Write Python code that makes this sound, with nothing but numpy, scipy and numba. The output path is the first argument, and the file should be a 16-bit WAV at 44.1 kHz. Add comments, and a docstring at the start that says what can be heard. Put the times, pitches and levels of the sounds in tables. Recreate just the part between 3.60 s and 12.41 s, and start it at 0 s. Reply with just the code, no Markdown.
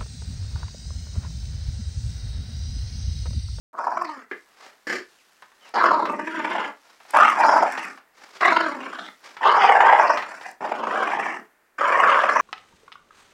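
"""Small dog growling over a shoe

A small dog growls in short bouts while it worries a shoe on a dirt floor, close to a phone.
Ragged vocal-fold pulses, broken into throbs by flapping throat tissue, ring its mouth and chest.
Filtered noise bursts and swells make snorts, sniffs, knocks, claw ticks and grit; far off, gliding
sines make a bird's chirps. Resonances and sparse echoes make the corner and walls answer briefly."""
import sys
import numpy as np
from scipy import signal
from scipy.fft import rfft, irfft
from scipy.io import wavfile
from scipy.ndimage import uniform_filter1d, minimum_filter1d
from numba import njit

SR = 44100
rng = np.random.default_rng(int(sys.argv[2]) if len(sys.argv) > 2 else 0)


def dump_mix(stems):
    """Bounce the given channels to the path in sys.argv[1] as a 16-bit WAV at rate SR."""
    frames = np.atleast_2d(stems).T  # one column per channel
    limited = np.clip(frames, -1, 1)  # hard clip at full scale
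    pcm = np.round(limited * 32767).astype(np.int16)
    wavfile.write(sys.argv[1], SR, pcm)


N = 388521
T = np.arange(N) / SR


def undb(db):
    """Decibels to amplitude ratio."""
    return 10 ** (np.asarray(db) / 20)


def unit(x):
    """Scale to rms 1."""
    return x / np.sqrt(np.mean(x ** 2))


def steady(x, window_s=0.11):
    """Even out slow swells to rms near 1, keeping changes faster than the window."""
    size = int(window_s * SR)
    power = uniform_filter1d(uniform_filter1d(x ** 2, size), size)
    return x / np.sqrt(np.abs(power) + 1e-12)


def noise():
    """White noise of spread 1."""
    return rng.standard_normal(N)


def walk(rate_hz):
    """Smooth random curve of rms 1 that draws a new target rate_hz times a second."""
    size = int(SR / rate_hz)
    steps = rng.standard_normal(N // size + 1)[np.arange(N) // size]
    return unit(uniform_filter1d(steps, size))


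@njit
def svf(x, hz, width_hz):
    """State-variable band-pass with a moving centre."""
    y, band_state, low_state = np.empty(len(x)), 0., 0.
    for i in range(len(x)):
        g, k = np.tan(np.pi * hz[i] / SR), width_hz / hz[i]
        v = (band_state + g * (x[i] + 1e-18 - low_state)) / (1 + g * (g + k))
        band_state, low_state, y[i] = 2 * v - band_state, low_state + 2 * g * v, k * v
    return y


def ring(x, hz, width_hz):
    """Resonance with steep skirts: two equal band-passes in series, width_hz each."""
    centre_hz = np.clip(hz * np.ones(N), 30, SR * .45)
    once = svf(x, centre_hz, float(width_hz))
    return svf(once, centre_hz, float(width_hz))


def cavity(x, modes, stretch=1):
    """Several parallel resonances that shift together."""
    return sum(undb(db) * ring(x, hz * stretch, width_hz) for hz, width_hz, db in modes)


def colour(x, points):
    """Shape a sound by a (Hz, dB) spectrum, straight lines over log frequency."""
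    hz, db = np.transpose(points)
    bins_hz = np.maximum(np.fft.rfftfreq(N, 1 / SR), 1)
    gain_db = np.interp(np.log(bins_hz), np.log(hz), db)
    return irfft(rfft(x) * undb(gain_db), N)


def band(x, low_hz, high_hz, order=5):
    """Band-pass, steep by default."""
    return signal.sosfilt(signal.butter(order, [low_hz, high_hz], "band", fs=SR, output="sos"), x)


def burst(start_s, t60_s, rise_s):
    """Envelope of a quick push that dies away."""
    out = np.zeros(N)
    live = slice(*np.searchsorted(T, [start_s, start_s + 2 * t60_s]))
    age_s = T[live] - start_s
    out[live] = (1 - np.exp(-age_s / rise_s)) * np.exp(-age_s / t60_s * np.log(1000))
    return out


def follow(rows):
    """Join the points of a curve by straight lines: one control a column."""
    s, *columns = np.transpose(rows)
    return [np.interp(T, s, column) for column in columns]


def during(course, fade_s):
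    """1 while a gesture lasts, fading to 0 on both sides."""
    first_s, last_s = course[0][0], course[-1][0]
    return np.interp(T, [first_s - fade_s, first_s, last_s, last_s + fade_s], [0, 1, 1, 0])


def yard_air(level_db=-63, waver_db=1.3):
    """Steady coloured noise of the quiet yard, wavering slightly."""
    # air spectrum: hz, level_db
    air_colour = [(100, -15.5), (300, -5), (1800, -1.5), (3300, -17), (5200, -19.5), (15000, -20.5)]
    return unit(colour(noise(), air_colour)) * undb(level_db + waver_db * walk(21))


def rumble(level_db=-88):
    """Faint low noise of the hand-held microphone."""
    return unit(ring(noise(), 30, 60)) * undb(level_db)


def tension(hz, usual_rough=.81, clearing_s=.08):
    """Pitch and roughness (0-1) of the folds: ragged, except where they settle into a clear tone."""
    # clear gliding tones, one list each: time_s, pitch_hz, roughness (0-1)
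    clear_tones = [
        [(0.328, 360.4, 0.63), (0.42, 348.5, 0.28), (0.488, 315, 0.05), (0.55, 272, 0.19), (0.63, 226.4, 0.33)],
        [(2.25, 351.7, 0.59), (2.46, 304.8, 0.33), (2.64, 300.6, 0.23), (2.8, 322.6, 0.25), (2.95, 322.5, 0.63)],
        [(3.88, 316.7, 0.6), (4.03, 307.8, 0.49)],
        [(4.81, 388.7, 0.56), (4.86, 380.2, 0.46), (4.92, 344.7, 0.24), (5.03, 326.8, 0.25),
         (5.13, 280.4, 0.18), (5.25, 270.8, 0.5)],
        [(5.86, 344.9, 0.6), (6.02, 385.3, 0.62), (6.4, 365.4, 0.7), (6.54, 316, 0.46)],
    ]
    rough = usual_rough
    for tone in clear_tones:
        share = during(tone, clearing_s)
        tone_hz, tone_rough = follow(tone)
        hz = hz + share * (tone_hz - hz)
        rough = rough + share * (tone_rough - rough)
    return hz, np.clip(rough, 0, 1)


def folds(hz, rough, jitter=.15, shimmer_db=4, breath_db=2, limp_db=3, leak=0.94):
    """One pulse a cycle, and air through folds that never quite close; when rough, cycles wander and limp."""
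    wander = np.exp(jitter * rough * walk(260) + .03 * walk(45))
    cycles = np.cumsum(hz * wander) / SR
    count, phase = cycles.astype(int), cycles % 1
    # random size each cycle; alternate cycles strong and weak
    size = undb(rough * (shimmer_db * noise()[count] + limp_db * (-1) ** count))
    pulses = unit(np.sinc((phase - .5) * SR / hz / 2))
    opening = leak + np.exp(-2 * ((phase - .5) % 1))
    air = size * unit(noise() * opening)
    voice = (1 - 0.5 * rough) * size * pulses + undb(breath_db) * rough * air
    hum = np.cos(2 * np.pi * cycles)
    return voice, air, hum


def flutter(depth_db, rate_hz=36, spread=.28, uneven=0.3, half_s=0.0077, clear_s=.021):
    """Loose throat tissue flaps unevenly and lets the voice out in flat-topped throbs; gives dB."""
    # hardest jolts, before each part's depth factor: time_s, height_db
    jolts = [(0.243, 8), (0.274, 10), (0.376, 23), (0.418, 22), (0.452, 23), (0.495, 15), (2.242, 7.5),
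             (2.263, 5.5), (2.314, 12.5), (2.341, 9), (2.379, 9), (2.4, 12.5), (2.428, 13), (2.498, 14),
             (2.537, 6), (2.597, 18.5), (2.678, 17), (2.799, 9), (2.851, 12), (2.956, 8.5), (3.546, 6),
             (3.567, 11), (3.593, 8.5), (3.608, 18), (3.631, 12.5), (3.652, 12), (3.679, 13.5),
             (3.726, 9.5), (3.809, 5.5), (3.893, 6), (3.934, 4.5), (3.966, 9), (4.028, 11), (4.812, 3.5),
             (4.831, 10), (4.857, 14.5), (4.884, 12), (4.927, 15), (4.969, 24), (5.009, 21.5), (5.265, 12),
             (5.333, 15), (5.354, 10), (5.873, 2), (5.922, 7.5), (6.019, 4.5), (6.096, 9), (6.123, 10),
             (6.155, 5.5), (6.173, 4), (6.268, 7), (6.297, 8.5), (6.332, 16.5), (6.398, 9.5), (6.502, 14),
             (7.121, 19.5), (7.153, 9), (7.238, 12.5), (7.275, 14.5), (7.313, 6), (7.355, 5), (7.429, 11),
             (7.475, 7.5), (7.597, 10.5), (8.214, 10), (8.284, 5), (8.325, 5.5), (8.402, 5.5), (8.438, 7),
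             (8.594, 3.5), (8.639, 8), (8.696, 15), (8.765, 12), (8.799, 10)]
    chance = rng.standard_normal((600, 2))
    times_s = np.cumsum(np.exp(spread * chance[:, 0])) / rate_hz
    heights_db = np.interp(times_s, T, depth_db) * np.exp(uneven * chance[:, 1])
    jolt_s = np.array(jolts)[:, 0]
    # weaker flaps only where no jolt is near
    weak = [(s, height) for s, height in zip(times_s, heights_db) if np.abs(s - jolt_s).min() > clear_s]
    db = np.zeros(N)
    for s, height in list(jolts) + weak:
        near = slice(*np.searchsorted(T, [s - 2 * half_s, s + 2 * half_s]))
        flap = height * np.exp(-np.abs((T[near] - s) / half_s) ** 3)
        db[near] = np.maximum(db[near], flap)
    return db


def rattle(rough, depth_db=4.5, rate_hz=68, spread=.15):
    """When ragged, the false folds slap open unevenly: each slap starts sharply and dies away; gives dB."""
    phase = np.cumsum(rate_hz * np.exp(spread * walk(60))) / SR % 1
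    return uniform_filter1d(depth_db * rough * (.5 - phase), size=64)


def bounces(x, gain=1.0, swing=0.371):
    """Head swings close above the floor: two short, shifting reflections sweep notches through the treble."""
    out = x
    for mid_lag_s in (.0009, .0026):
        lag_s = mid_lag_s * np.exp(swing * walk(9) * .0009 / mid_lag_s)
        out = out + gain * np.interp(T - lag_s, T, x)
    return out


def snarl(air, width_hz=900, quiver=0.057, fade_s=0.034):
    """Air rings the gap under the lifted lip, narrow and gliding; gives the sound and its share in dB."""
    # lip lifts, one list each: time_s, resonance_hz, share_db
    lifts = [
        [(0.19, 5060, -30.5), (0.4, 5330, -30), (0.47, 4650, -17), (0.56, 4340, -22)],
        [(2.145, 4612, -10), (2.18, 3783, -22.5), (2.265, 4630, -26), (2.45, 4000, -27)],
        [(2.68, 2773, -17.5), (3.06, 2665, -12)],
        [(3.56, 2553, -21.5), (3.7, 2803, -19.5)],
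        [(3.86, 5050, -19.5), (4.04, 5140, -30.5)],
        [(4.83, 3850, -19), (5.11, 4300, -19.5)],
        [(5.21, 2490, -7.5), (5.32, 2577, -13), (5.4, 3335, -5.5), (5.48, 3610, -3)],
        [(5.84, 3066, -18.5), (5.88, 3254, -16), (5.92, 4586, -27.5), (6.08, 4853, -25)],
        [(6.42, 5404, -26), (6.47, 4700, -29.5), (6.54, 5227, -17)],
        [(7.03, 2496, -23), (7.5, 3012, -20), (7.77, 2774, -31)],
        [(8.21, 2419, -52), (8.64, 2738, -17)],
        [(8.72, 5098, -26), (8.8, 5284, -22.5)],
    ]
    hz, share_db = follow([row for course in lifts for row in course])
    lifted = sum(during(course, fade_s) for course in lifts)
    sound = ring(air, hz * np.exp(quiver * walk(40)), width_hz)
    return sound, share_db + 20 * np.log10(np.clip(lifted, 1e-3, 1))


def throb(x, range_hz, depth_db, flicker_db=3.5):
    """Chop one resonance into throbs; each flap favours the resonances differently."""
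    even = steady(band(x, *range_hz), .008)
    chopped = even * undb(depth_db + flicker_db * walk(70))
    return steady(band(chopped, *range_hz, order=2), .05)


def growl(throat_width_hz=300, pharynx_width_hz=440, palate_hz=1250, palate_width_hz=450, palate_db=-14,
          chest_hz=290, chest_width_hz=360, hum_db=-3.0, throat_db=0, teeth_db=-3, chew=0.099):
    """Throbbing voice rings throat, mouth and chest; effort sets pitch and balance, jaw shifts resonances."""
    # growls at middling effort: start_s, end_s, pitch_hz, chest_share_db, pharynx_hz, pharynx_share_db,
    # rasp_share_db, flutter_depth_db
    bout_table = [(0.131, 0.646, 337, -24, 750, -7.5, -19.5, 3.5),
                  (2.139, 3.109, 317.7, -14.5, 617, -7.5, -20.5, 3),
                  (3.535, 4.369, 305, -17, 761.7, -11, -14, 3.5),
                  (4.807, 5.495, 320.7, -16.5, 688.7, -6, -18, 10),
                  (5.81, 6.669, 344.7, -23, 632, -7.5, -21, 5.5),
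                  (6.659, 6.936, 349.6, -23, 711, -1, -14, 8),
                  (7.007, 7.834, 381.1, -12.5, 706, -2.5, -19, 5.5),
                  (8.182, 8.814, 299.3, -19, 579.4, -7.5, -19, 5)]
    # course of each growl: time_s, effort_db, first_mouth_resonance_hz, bared_teeth_brightness_db
    courses = [
        [(0.13, -47, 1070, -49), (0.19, -28, 1030, -15.5), (0.27, -25, 960, -21), (0.42, -26.5, 1054, -16),
         (0.58, -44.5, 1050, -4.5), (0.68, -66, 1450, 12)],
        [(2.14, -25, 780, -5.5), (2.25, -15, 1176, -7), (2.34, -19, 1080, -16), (2.43, -24.5, 1043, -21),
         (2.7, -37.5, 1000, 4), (2.82, -30.5, 1010, -1), (2.98, -26.5, 840, -5.5), (3.08, -35.5, 1009, 1.5),
         (3.13, -48, 895, -23)],
        [(3.535, -16, 960, -8.5), (3.61, -10.5, 1302, -14.5), (3.68, -16.5, 1225, -10), (3.76, -28, 1023, -8),
         (3.81, -16, 916, -8.5), (3.93, -15.5, 893, -11.5), (4.03, -16.5, 935.3, -16.5), (4.09, -36, 940, 3),
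         (4.29, -39.5, 1240, 3), (4.36, -55, 1292, -16)],
        [(4.81, -21, 1191, -2.5), (4.86, -16.5, 1130, -2.5), (4.97, -21, 1035, -2), (5.06, -27, 1052, -0.5),
         (5.17, -39, 985, -5.5), (5.27, -37, 1042, -4.5), (5.45, -40, 1330, -2), (5.51, -53, 1400, 1)],
        [(5.815, -25, 905.3, -10.5), (5.86, -12.5, 959.4, -10), (5.95, -18.5, 948, -11), (6.03, -13, 846.3, -7),
         (6.19, -16.5, 833.5, -5.5), (6.3, -11, 912.4, -9), (6.51, -17.5, 982, -13), (6.58, -30.5, 1002, 1),
         (6.66, -43, 1020, -3.5)],
        [(6.73, -41.5, 941, 2.5), (6.8, -53, 1003, 0.5), (6.87, -39, 818, 2.5), (6.94, -54, 951, -6)],
        [(7.01, -30.5, 862.4, -11), (7.04, -26.5, 902.5, -10.5), (7.21, -28.5, 905, -13.5),
         (7.38, -23.5, 1146, -6), (7.52, -26.5, 969, -5), (7.68, -30.5, 1010, 0.5), (7.78, -40, 1148, 0),
         (7.84, -59.5, 1230, -24)],
        [(8.185, -29, 1155, -2.5), (8.22, -20.5, 1058, -7), (8.32, -20.5, 1040, -2.5),
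         (8.42, -15.5, 1156, -9.5), (8.51, -17.5, 1055, -3.5), (8.62, -19, 1150, -8), (8.7, -21, 1169, -2.5),
         (8.78, -18, 1054, -10)],
    ]
    # upper mouth resonances: hz, width_hz, level_db
    mouth_modes = [(1636, 475, 18.5), (2050, 790, 8.5), (2720, 1200, -1.5), (3400, 1300, -1)]
    # air rasping past the teeth: hz, width_hz, level_db
    teeth_modes = [(5120, 2600, -2.5), (6900, 980, -4.5), (8700, 1400, -11), (13700, 2100, -25)]
    # range each airway part radiates, by name: low_hz, high_hz
    ranges_hz = {"chest": (168, 490), "throat": (430, 1600), "mouth": (1350, 3300), "snarl": (2000, 7000),
                 "rasp": (3300, 15000)}
    middling_db, step_db = -30, 10
    pitch_rise_oct = .09  # per effort step: pushing harder tightens the folds
    chest_lag_db, rasp_lag_db, slack_flutter_db = 6, 4, 1.1  # lost per effort step
    clear_chest_db, even_rough = 18, .81  # chest gain per unit of roughness below even_rough
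    bared_rasp_db = 4.5  # rasp gain per brightness step

    bouts = np.array(bout_table)
    current = np.maximum(np.searchsorted(bouts[:, 0], T) - 1, 0)
    start_s, end_s, pitch_hz, chest_share_db, pharynx_hz, pharynx_db, rasp_share_db, flutter_db = bouts[current].T
    level_db, throat_hz, bright_db = follow([row for course in courses for row in course])
    push = (level_db - middling_db) / step_db  # effort steps above middling
    hz, rough = tension(pitch_hz * 2 ** (pitch_rise_oct * push))
    chest_db = chest_share_db - chest_lag_db * push + clear_chest_db * (even_rough - rough)
    rasp_db = teeth_db + rasp_share_db - rasp_lag_db * push + bared_rasp_db * bright_db / step_db

    voice, air, hum = folds(hz, rough)
    flap_db = flutter(np.maximum(flutter_db - slack_flutter_db * push, 0)) + rattle(rough)
    jaw = (throat_hz / 1000) ** .25 * np.exp(.06 * walk(45) + chew * walk(11))
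    throat = ring(voice, throat_hz * np.exp(0.052 * walk(50)), throat_width_hz)
    pharynx = (pharynx_hz, pharynx_width_hz, pharynx_db)
    palate = (palate_hz, palate_width_hz, palate_db)
    throat += cavity(voice, [pharynx, palate], jaw)
    # higher up, turbulent air joins the pulses
    mouth = bounces(cavity(0.37 * voice + air, mouth_modes, jaw))
    rasp = bounces(cavity(air, teeth_modes, np.sqrt(jaw)))
    # chest hums on between flaps, cleanly when the folds run evenly
    chest = rough * steady(ring(voice, chest_hz, chest_width_hz))
    chest = chest + undb(hum_db) * (1 - rough) ** 2 * hum
    # each part: sound, share_db, how deeply the flaps cut it
    parts = {"chest": (chest, chest_db, .35), "throat": (throat, throat_db, 1.1),
             "mouth": (mouth, bright_db, .9), "snarl": (*snarl(air), .5), "rasp": (rasp, rasp_db, .7)}
    sound = sum(throb(x, ranges_hz[name], depth * flap_db) * undb(db)
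                for name, (x, db, depth) in parts.items())
    sounding = uniform_filter1d(1. * ((T > start_s) & (T < end_s)), size=300)
    return sounding ** 2 * undb(level_db) * sound


def claws(tick_hz=8000, width_hz=11000, t60_s=0.015, rise_s=0.00028):
    """Small, bright ticks of claws and grit as the paws scrabble: short bursts of ringing noise."""
    # ticks on the ground: start_s, level_db
    ticks = [(0.425, -45), (1.731, -59), (1.822, -53), (2.091, -49), (2.524, -46), (3.507, -33),
             (3.57, -27), (3.703, -36), (4.122, -34), (4.237, -41), (4.25, -41), (6.913, -41)]
    envelope = sum(undb(db) * burst(s, t60_s, rise_s) for s, db in ticks)
    return unit(ring(noise(), tick_hz, width_hz)) * envelope


def sniffs(flicker_db=3.5):
    """Sniffs and huffs between growls: soft, uneven swells of air through the dog's muzzle."""
    # swells: middle_s, half_length_s, level_db
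    swells = [(1.044, 0.067, -51), (1.065, 0.65, -70), (2.073, 0.055, -52), (3.296, 0.088, -58.5),
              (3.515, 0.042, -48), (4.605, 0.052, -57), (4.786, 0.14, -49), (5.69, 0.059, -48)]
    # muzzle spectrum: hz, level_db
    muzzle_colour = [(100, -27), (300, -8), (900, -1), (1800, -2), (3300, -11), (5200, -9), (9000, -23.5),
                     (14000, -38.5)]
    envelope = sum(undb(db) * np.exp(-((T - s) / half_s) ** 2) for s, half_s, db in swells)
    return unit(colour(noise(), muzzle_colour)) * envelope * undb(flicker_db * walk(130))


def scuffle(t60_s=0.083, knock_db=-7, grit_db=-67, patchy_db=3, grains_hz=4000):
    """Paws and shoe knock dully on packed dirt; fine grit, as random grains, shifts while the paws move."""
    # knocks: start_s, level_db (before knock_db)
    knock_table = [(1.822, -33), (1.917, -45.5), (2.454, -18), (3.402, -37.5), (3.45, -38), (4.176, -17),
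                   (4.375, -34), (4.809, -16), (5.767, -25.5), (6.573, -12), (6.623, -19.5), (6.811, -27)]
    # packed-dirt spectrum: hz, level_db
    dirt_colour = [(100, -14), (300, -16), (900, 2), (1800, -1.5), (3300, -12.5), (5200, -18),
                   (9000, -40.5), (14000, -43)]
    # paws moving on the grit: start_s, end_s
    moves = [(0.7, 4.39), (4.565, 6.93)]
    knocks = sum(undb(db + knock_db) * burst(s, t60_s, 0.0004) for s, db in knock_table)
    grains = noise() * (rng.random(N) < grains_hz / SR) * undb(1.5 * rng.exponential(size=N))
    moving = uniform_filter1d(sum(1. * ((T > start_s) & (T < end_s)) for start_s, end_s in moves), size=400)
    grit = moving * unit(ring(grains, 3500, 7700)) * undb(grit_db + patchy_db * walk(4.3))
    return unit(colour(noise(), dirt_colour)) * knocks + grit


def snorts(rise_s=0.0007):
    """The soft palate lets go puffs of air that ring the nose and hiss at the nostrils."""
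    # puffs: start_s, level_db, t60_s, nostril_hiss_share_db
    puffs = [(0.712, -25, 0.1, -35), (1.269, -27.5, 0.3, -12), (1.296, -24, 0.15, -14.5),
             (1.326, -23.5, 0.13, -13.5), (1.354, -31.5, 0.11, -8), (1.384, -45, 0.11, -6)]
    # nasal passages: hz, width_hz, level_db
    nose_modes = [(376, 270, 4), (690, 540, -23), (1175, 130, 1), (1725, 285, 9.5), (1970, 350, 2.5)]
    # nostril hiss: hz, width_hz, level_db
    nostril_modes = [(3080, 710, 7.5), (4880, 2200, 8), (6670, 720, 3), (10900, 2900, -10.5)]
    nose = unit(cavity(noise(), nose_modes))
    hiss = unit(cavity(noise(), nostril_modes))
    return sum(undb(db) * burst(s, t60_s, rise_s) * (nose + undb(hiss_db) * hiss)
               for s, db, t60_s, hiss_db in puffs)


def bird(waver=.035):
    """Far bird: thin, wavering, falling whistles from gliding sines."""
    # chirps: start_s, length_s, start_hz, end_hz, level_db
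    chirps = [(1.575, 0.055, 3050, 1750, -59.5), (2, 0.099, 3221, 2600, -52.5)]
    out = 0
    for s, length_s, start_hz, end_hz, db in chirps:
        along = np.clip((T - s) / length_s, 0, 1)
        hz = (start_hz + (end_hz - start_hz) * along) * (1 + waver * walk(400))
        whistle = np.sin(2 * np.pi * np.cumsum(hz) / SR)
        out = out + undb(db) * np.sin(np.pi * along) * whistle
    return out


def echoes(x, decay_s=0.21, gap_s=0.0096):
    """Sparse early echoes from floor and walls that thicken into a short, dull tail."""
    age_s = T[:SR // 2]
    taps = rng.standard_normal(len(age_s)) * (rng.random(len(age_s)) < .01 + age_s) * (age_s > gap_s)
    dull = signal.sosfilt(signal.butter(1, 5000, fs=SR, output="sos"), taps / np.sqrt(gap_s + age_s))
    tail = dull * undb(-60 * age_s / decay_s)
    return signal.fftconvolve(x, tail / np.linalg.norm(tail))[:N]


def walls(x, wet_db=-11):
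    """The corner rings steadily, while the pattern of echoes shifts as the dog turns about."""
    # corner of floor and kerb: hz, width_hz, level_db
    corner_modes = [(780, 140, -6.5), (916, 146, -10)]
    turn_rad = 2 * walk(1.999)
    wet = np.cos(turn_rad) * echoes(x) + np.sin(turn_rad) * echoes(x)
    return x + cavity(x, corner_modes) + undb(wet_db) * wet


def scene():
    """The dog and its scuffle in a quiet yard."""
    sources = growl() + claws() + sniffs() + scuffle() + snorts() + bird()
    return (walls(sources) + yard_air())[None]


def record(dry, low_cut_hz=125, top_hz=15800, start_s=.13, ceiling=.9):
    """The phone opens a moment late, limits the loudest throbs, thins the bass and cuts the top."""
    peak = uniform_filter1d(-minimum_filter1d(-np.abs(dry), size=300), size=300)
    limited = dry / np.maximum(peak / ceiling, 1)
    thin = signal.sosfilt(signal.butter(4, low_cut_hz, "high", fs=SR, output="sos"), limited)
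    opened = (thin + rumble()) * (T > start_s)
    return signal.sosfilt(signal.ellip(8, .2, 70, top_hz, fs=SR, output="sos"), opened)


dry = scene()
out = record(dry)
dump_mix(out)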